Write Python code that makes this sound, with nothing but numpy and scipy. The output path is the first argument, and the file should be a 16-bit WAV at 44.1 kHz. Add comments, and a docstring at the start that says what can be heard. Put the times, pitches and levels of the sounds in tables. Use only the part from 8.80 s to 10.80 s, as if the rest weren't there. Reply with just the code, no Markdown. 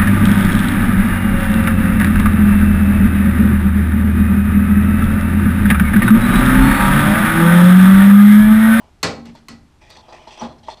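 """Steel panel against a car body

A hand-held steel panel is offered up to a bare car body in a workshop, close to a mono microphone.
Stick-slip noise through resonances makes its face rub, its edge scrape and briefly squeak.
Damped modes make its taps and clinks; the shell, knocked once hard and a few times lightly,
adds a noise crack and a dense crowd of modes. Sparse echoes, room noise and a low rumble surround it.
"""
import sys
import numpy as np
from scipy import signal
from scipy.fft import rfft, irfft
from scipy.io import wavfile
from scipy.ndimage import uniform_filter1d

SR = 44100
rng = np.random.default_rng(int(sys.argv[2]) if len(sys.argv) > 2 else 0)


def to_wav(sig):
    """Store sig (one row per channel, or 1-D mono) as 16-bit WAV at the path in sys.argv[1].

    Samples outside -1..1 are clipped; the rate is SR.
    """
    pcm = np.clip(np.atleast_2d(sig), -1, 1) * 32767
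    pcm = np.round(pcm).astype(np.int16)
    wavfile.write(sys.argv[1], SR, pcm.T)  # frames by channels


def undo_db(level):
    """Turn decibels back into plain size, where 20 dB means ten times bigger."""
    steps = np.asarray(level, float) / 20
    return 10 ** steps


N = 88200


def evened(x):
    """Normalization: scales a signal to an rms of 1."""
    return x / np.sqrt(np.mean(x ** 2) + 1e-20)


def read(points, hz):
    """Spectral envelope: interpolates (Hz, value) points along log frequency."""
    point_hz, value = np.transpose(points)
    return np.interp(np.log(hz + 1), np.log(point_hz + 1), value)


def add(mix, start, sound):
    """Superposition: adds a sound into the mix from its start in seconds."""
    part = mix[max(round(start * SR), 0):][:len(sound)]
    part += sound[:len(part)]


def resonate(x, hz, width):
    """Resonance by heterodyning: shift hz down to zero, low-pass, shift back; peak gain 1."""
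    turn = np.exp(2j * np.pi * hz * np.arange(1, len(x) + 1) / SR)
    r = np.exp(-np.pi * width / SR)
    return 2 * (turn * signal.lfilter([1 - r], [1, -r], x / turn)).real


def slips(count):
    """Stick-slip friction: dense random clicks of uneven strength."""
    slips_per_s, spread_db = 7000, 1.5
    size = undo_db(spread_db * np.minimum(rng.exponential(1, count), 4))
    return size * rng.standard_normal(count) * (rng.random(count) < slips_per_s / SR)


# Strokes of the panel along the shell. Each row: start in seconds, length in seconds,
# face pressure in dB, edge pressure in dB, pitch the edge sings at in Hz.
RUB_STROKES = [(0, 0.095, -50.5, -66.5, 2410), (0.447, 0.059, -52, -55, 2240),
               (0.53, 0.063, -62.5, -57, 3470), (1.006, 0.12, -53, -56.5, 1964),
               (1.094, 0.061, -51.5, -52, 3840), (1.15, .025, -51.5, -52.5, 1950),
               (1.164, 0.051, -45.5, -52.5, 3640), (1.223, 0.13, -51.5, -62, 2600),
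               (1.281, 0.038, -44, -56.5, 3960), (1.322, 0.064, -41.5, -49.5, 1976),
               (1.386, 0.17, -48, -57.5, 2430), (1.469, 0.033, -42.5, -52, 3360),
               (1.504, 0.073, -50.5, -49, 2670), (1.572, 0.089, -41.5, -48, 2600),
               (1.605, 0.073, -30, -49.5, 3170), (1.682, .05, -40, -57, 3400),
               (1.725, 0.092, -52.5, -71, 3400), (1.778, .02, -64, -50.5, 4300),
               (1.828, 0.053, -51, -55, 3250), (1.872, 0.0053, -38, -47, 3260),
               (1.881, 0.021, -36, -44, 1980), (1.898, 0.047, -39, -44.5, 3520),
               (1.968, .04, -50.5, -55.5, 3560)]
# Resonances of the panel's face. Each row: frequency in Hz,
# width in Hz (before the widening of both filter passes), relative level in dB.
FACE_RESONANCES = [(252, 58, -10.5), (374, 74, -3), (536.5, 92, -5.5), (628, 104, 2), (770, 46, 0.5),
                   (850, 94, 4.5), (959, 152, -0.5), (1114, 150, -12.5)]
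# Resonances of the panel's thin edge. Each row: frequency in Hz, width in Hz, relative level in dB.
EDGE_RESONANCES = [(1830, 210, 3.5), (2685, 750, 4), (3400, 170, 6.5), (4300, 900, 4), (5134, 155, 2),
                   (5820, 250, 1), (8430, 870, -4.5), (9640, 500, -20)]


def rub():
    """Friction-driven resonance: slips excite face and edge in strokes that grip, sag and lift off."""
    lift_s, sag_db = 0.0029, -5.5  # time constant of the release; level change over a stroke
    sing_db, sing_width, sing_step = 2, 260, 1.21  # dB over the edge pressure, Hz, pitch ratio
    face_push, edge_push, sing = np.zeros((3, N))
    face_slips, edge_slips = slips(N), slips(N)
    for start, length, face_db, edge_db, sing_hz in RUB_STROKES:
        t = np.arange(SR // 5) / SR
        # light strokes take longer to grip: seconds, plus seconds per dB of face pressure below -50.5
        grip_s = 0.0057 + 0.002964 * max(-50.5 - face_db, 0)
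        lift = np.exp(-np.maximum(t - length, 0) / lift_s)
        shape = np.minimum(t / grip_s, 1) * undo_db(sag_db * t / length) * lift
        add(face_push, start, undo_db(face_db) * shape)
        add(edge_push, start, undo_db(edge_db) * shape)

        drive = slips(len(t))
        song = np.zeros(len(t))
        for hz in (sing_hz, sing_hz * sing_step):
            song += resonate(resonate(drive, hz, sing_width), hz, 2 * sing_width)
        add(sing, start, undo_db(edge_db + sing_db) * shape * evened(song))

    face, edge = np.zeros((2, N))
    for hz, width, db in FACE_RESONANCES:
        wide = 1.14 * width
        face += undo_db(db) * resonate(resonate(face_slips, hz, wide), hz, wide)
    for k, (hz, width, db) in enumerate(EDGE_RESONANCES):
        # neighbours alternate in sign
        edge += (-1) ** k * undo_db(db) * evened(resonate(edge_slips, hz, width))
    edge_band = signal.butter(2, [1300, 12000], "band", fs=SR, output="sos")
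    edge = signal.sosfilt(edge_band, edge)
    return face_push * evened(face) + edge_push * evened(edge) + sing


def ring(modes, t, tilt_db=0, rise_cycles=1):
    """Modal synthesis: damped sines swell over some cycles, each beating with a weaker close twin."""
    twin_apart, twin_db = 0.0297, -6.5  # greatest detuning as a fraction of pitch; dB under its mode
    hz, db, t60 = np.transpose(modes)[:, :, None]
    phase, twin_phase, apart = rng.random((3, len(hz), 1))
    rise = 1 - np.exp(-t * hz / rise_cycles)
    level = undo_db(db + tilt_db * np.log2(hz / 1000) - 60 * t / t60)
    twin_hz = hz * (1 + twin_apart * (2 * apart - 1))
    mode = np.sin(2 * np.pi * (hz * t + phase))
    twin = undo_db(twin_db) * np.sin(2 * np.pi * (twin_hz * t + twin_phase))
    return (rise * level * (mode + twin)).sum(0)


# Taps on the held panel itself. Each row: start in seconds, strength in dB,
# flex of its belly in dB relative to the strength, time the flex is held in seconds.
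PANEL_TAPS = [(0, -41, -12.5, 0.018), (.37, -58.5, 21.5, 0.16), (0.551, -38.5, -19, .02),
              (.7, -55.5, 15.5, 0.051), (1.176, -39, -15, 0.021), (1.471, -37, -14, .02),
              (1.617, -33, 6.5, 0.044), (1.884, -21.5, -36, 0.019)]
# Modes of the hand-damped panel. Each row: frequency in Hz, relative level in dB, 60 dB decay in seconds.
PANEL_MODES = [(663, -9, 0.051), (641, -9, 0.05), (840, -33, .1), (916, 2, 0.056), (1047, -8.5, 0.027),
               (1160, -16, 0.031)]


def tap(start, db, belly_db, hold_s):
    """Damped vibration: the hand makes the panel's modes die quickly, while its belly flexes for a moment."""
    belly_hz, swell_s, belly_t60 = 233.3, 0.0042, 0.14
    t = np.arange(SR // 2) / SR
    fade_db = -60 * np.maximum(t - hold_s, 0) / belly_t60
    belly = np.sin(2 * np.pi * (belly_hz * t + rng.random()))
    belly *= (1 - np.exp(-t / swell_s)) * undo_db(belly_db + fade_db)
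    return start, undo_db(db) * (ring(PANEL_MODES, t) + belly)


# Spectrum of the room noise. Each row: frequency in Hz, relative density in dB per Hz.
ROOM_NOISE_SPECTRUM = [(20, -6.5), (70, -5.5), (110, -9.5), (230, -13.5), (330, -12.5), (500, -23.5),
                       (900, -21), (1500, -26.5), (4000, -32), (8000, -38), (10000, -41.5), (14500, -50)]


def room_noise():
    """Coloured stationary noise: steady workshop air and microphone hiss."""
    spectrum = rfft(rng.standard_normal(N))
    spectrum *= undo_db(read(ROOM_NOISE_SPECTRUM, np.fft.rfftfreq(N, 1 / SR)))
    return undo_db(-54.5) * evened(irfft(spectrum, N))


def rumble():
    """Band-passed noise with slow amplitude modulation: a faint low rumble, slightly lumpy in level."""
    band = signal.butter(2, [25, 109], "band", fs=SR, output="sos")
    low = signal.sosfilt(band, rng.standard_normal(N))
    lumps = uniform_filter1d(rng.standard_normal(N), size=3000)
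    lumps = evened(uniform_filter1d(lumps, size=3000))
    return undo_db(-57.5) * evened(low * undo_db(1 * lumps))  # lumps of 1 dB rms


def room(x):
    """Reverberation by convolution: sparse echoes of random sign from the workshop walls."""
    t60, first_s, share = 0.43, 0.008, 0.05  # decay in s, earliest echo in s, share of samples with an echo
    t = np.arange(SR // 2) / SR
    echoes = rng.choice([-1., 1.], len(t)) * (rng.random(len(t)) < share)
    echoes *= (t > first_s) * undo_db(-60 * t / t60)
    echoes = signal.lfilter([.5], [1, -.5], echoes)  # soften the treble
    return signal.fftconvolve(x, echoes / np.linalg.norm(echoes))[:N]


# Spectrum of the dense crowd of shell modes. Each row: frequency in Hz, relative density in dB per Hz.
CROWD_SPECTRUM = [(100, -5), (250, -17), (450, -6), (1000, -10.5), (1700, -10.5), (3300, -17.5),
                  (4400, -12.5), (6500, -21.5), (8700, -25.5), (10000, -36), (12500, -27.5), (14500, -58)]
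# Decay of that crowd. Each row: frequency in Hz, 60 dB decay in seconds.
CROWD_DECAY = [(100, 1), (400, 0.51), (1500, 0.27), (4000, 0.27), (8000, 0.24), (12000, 0.026)]


def crowd(t, tilt_db):
    """High modal density: countless close modes sound as noise that swells and dies band by band."""
    rise_cycles = 7.1
    hz, at, z = signal.stft(rng.standard_normal(len(t)), SR, nperseg=256, noverlap=192)
    hz = hz[:, None]
    colour_db = read(CROWD_SPECTRUM, hz) + tilt_db * np.log2((hz + 50) / 1000)
    fade_db = -60 * at / read(CROWD_DECAY, hz)
    rise = 1 - np.exp(-(at + 0.0029) * hz / rise_cycles)  # starts 2.9 ms into the swell
    z = z * undo_db(colour_db + fade_db) * rise
    return signal.istft(z, SR, nperseg=256, noverlap=192)[1][:len(t)] * 6


# The panel meets the shell. Each row: start in seconds, strength in dB, hardness in dB per octave,
# push into the deep modes in dB, clear ring of the higher modes in dB.
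SHELL_KNOCKS = [(0.2294, -7, 0.5, -0.5, 0), (.455, -35.5, -0.5, 12.5, -2), (.551, -38, -0.5, -22, -13),
                (.684, -32, 2, 12, 0), (1.102, -38, 1, -3.5, -14), (1.615, -25, -2.5, 6.5, -6)]
# Deep modes of the body shell. Each row: frequency in Hz, relative level in dB, 60 dB decay in seconds.
DEEP_MODES = [(75.47, -4.5, 0.59), (99.9, -2.5, 0.35), (125.8, -11, 0.7), (149.9, -14.5, 1),
              (169, 0.5, 0.41), (188, -20, 1), (228.3, -6, 1), (258, -9, .5), (281.6, -5.5, 0.59),
              (314, -13, 0.44), (364.3, -8.5, 0.34)]
# Middle and bright modes of the shell. Each row: frequency in Hz, relative level in dB,
# 60 dB decay in seconds.
BRIGHT_MODES = [(426, 0, 0.31), (466, -2, 0.29), (514, 1.5, .2), (560, -11, 0.52), (791, -7.5, 0.45),
                (932, -11, 0.21), (1058, -9, 0.37), (1321, -16.5, 0.48), (1413, -11.5, 0.45),
                (1952, -6.5, 0.23), (2277, -13.5, 0.39), (2600, -9.5, 0.32), (4334, 2, 0.16),
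                (4700, -36, 0.14), (4855, -7, 0.067), (6313, 0, 0.046), (7637, -1.5, 0.065),
                (10920, -17.5, 0.16)]


def knock(start, db, tilt_db, push_db, clear_db):
    """Impact excitation: a short crack, then the shell rings; a harder contact tilts it brighter."""
    crack_s, chatter_s, onset_s = 0.002, 0.0041, 0.00084  # crack decay, swell of the deep modes, onset ramp
    t = np.arange(int(SR * .9)) / SR
    crack = np.diff(rng.standard_normal(len(t) + 1))  # differencing brightens the noise
    crack *= np.exp(-t / crack_s) * undo_db(-14 + 5 * tilt_db)
    bright = undo_db(-15.5 + clear_db) * ring(BRIGHT_MODES, t, tilt_db, rise_cycles=6.8)
    body = bright + undo_db(-7) * crowd(t, tilt_db) + crack
    deep = undo_db(-19 + push_db) * ring(DEEP_MODES, t)
    return start, undo_db(db) * (body * np.minimum(t / onset_s, 1) + deep * (1 - np.exp(-t / chatter_s)))


# The panel's thin flange clinks as it strikes. 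Each row: start in seconds, strength in dB.
FLANGE_CLINKS = [(0.2295, -21.5), (.684, -36.5), (1.103, -47)]
# Modes of the flange. Each row: frequency in Hz, relative level in dB, 60 dB decay in seconds.
FLANGE_MODES = [(1085, 2.5, 0.045), (1284, -12.5, 0.33), (1985, -10.5, 0.33), (1944, -5, 0.14),
                (2450, -22, .15), (2150, -3, 0.023), (2450, -11, 0.21), (2650, -2.5, 0.038),
                (3030, -12, 0.081), (4310, -1, 0.048), (4120, -8, 0.039)]


def clink(start, db):
    """Modal vibration of a thin strip: the flange rings thin and high."""
    return start, undo_db(db) * ring(FLANGE_MODES, np.arange(SR // 2) / SR)


# Squeaks of the edge. Each row: start in seconds, length in seconds, level in dB, pitch in Hz.
EDGE_SQUEAKS = [(1.587, 0.031, -42, 5790)]


def squeak(start, length, db, hz):
    """Narrow-band resonance of noise: a brief squeak as the edge slides home."""
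    t = np.arange(SR // 10) / SR
    tone = resonate(resonate(rng.standard_normal(len(t)), hz, 170), hz, 300)
    swell = np.sin(np.pi * np.minimum(t / length, 1))
    return start, undo_db(db) * swell * evened(tone)


def scene():
    """Superposition: direct metal sounds, their reverberation, room noise and rumble, alike in two channels."""
    metal = rub()
    events = ((tap, PANEL_TAPS), (knock, SHELL_KNOCKS), (clink, FLANGE_CLINKS), (squeak, EDGE_SQUEAKS))
    for play, rows in events:
        for row in rows:
            add(metal, *play(*row))
    mono = metal + undo_db(-19.5) * room(metal) + room_noise() + rumble()
    return np.array([mono, mono])


def top_cut(x):
    """Nothing passes above the cut-off."""
    return signal.sosfilt(signal.butter(12, 14600, fs=SR, output="sos"), x)


def record(dry):
    """Decorrelation and band limiting: a faint smear of opposite sign per channel, then a low-pass."""
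    noise = rng.standard_normal(200) / np.sqrt(200)
    smear = signal.oaconvolve(dry[0], noise)[:N] * undo_db(-39.5)
    pair = dry + np.array([smear, -smear])
    low_pass = signal.firwin(255, 14000, window=("kaiser", 9), fs=SR)
    pair = signal.oaconvolve(pair, low_pass[None], "same")
    return top_cut(pair)


dry = scene()
out = record(dry)
to_wav(out)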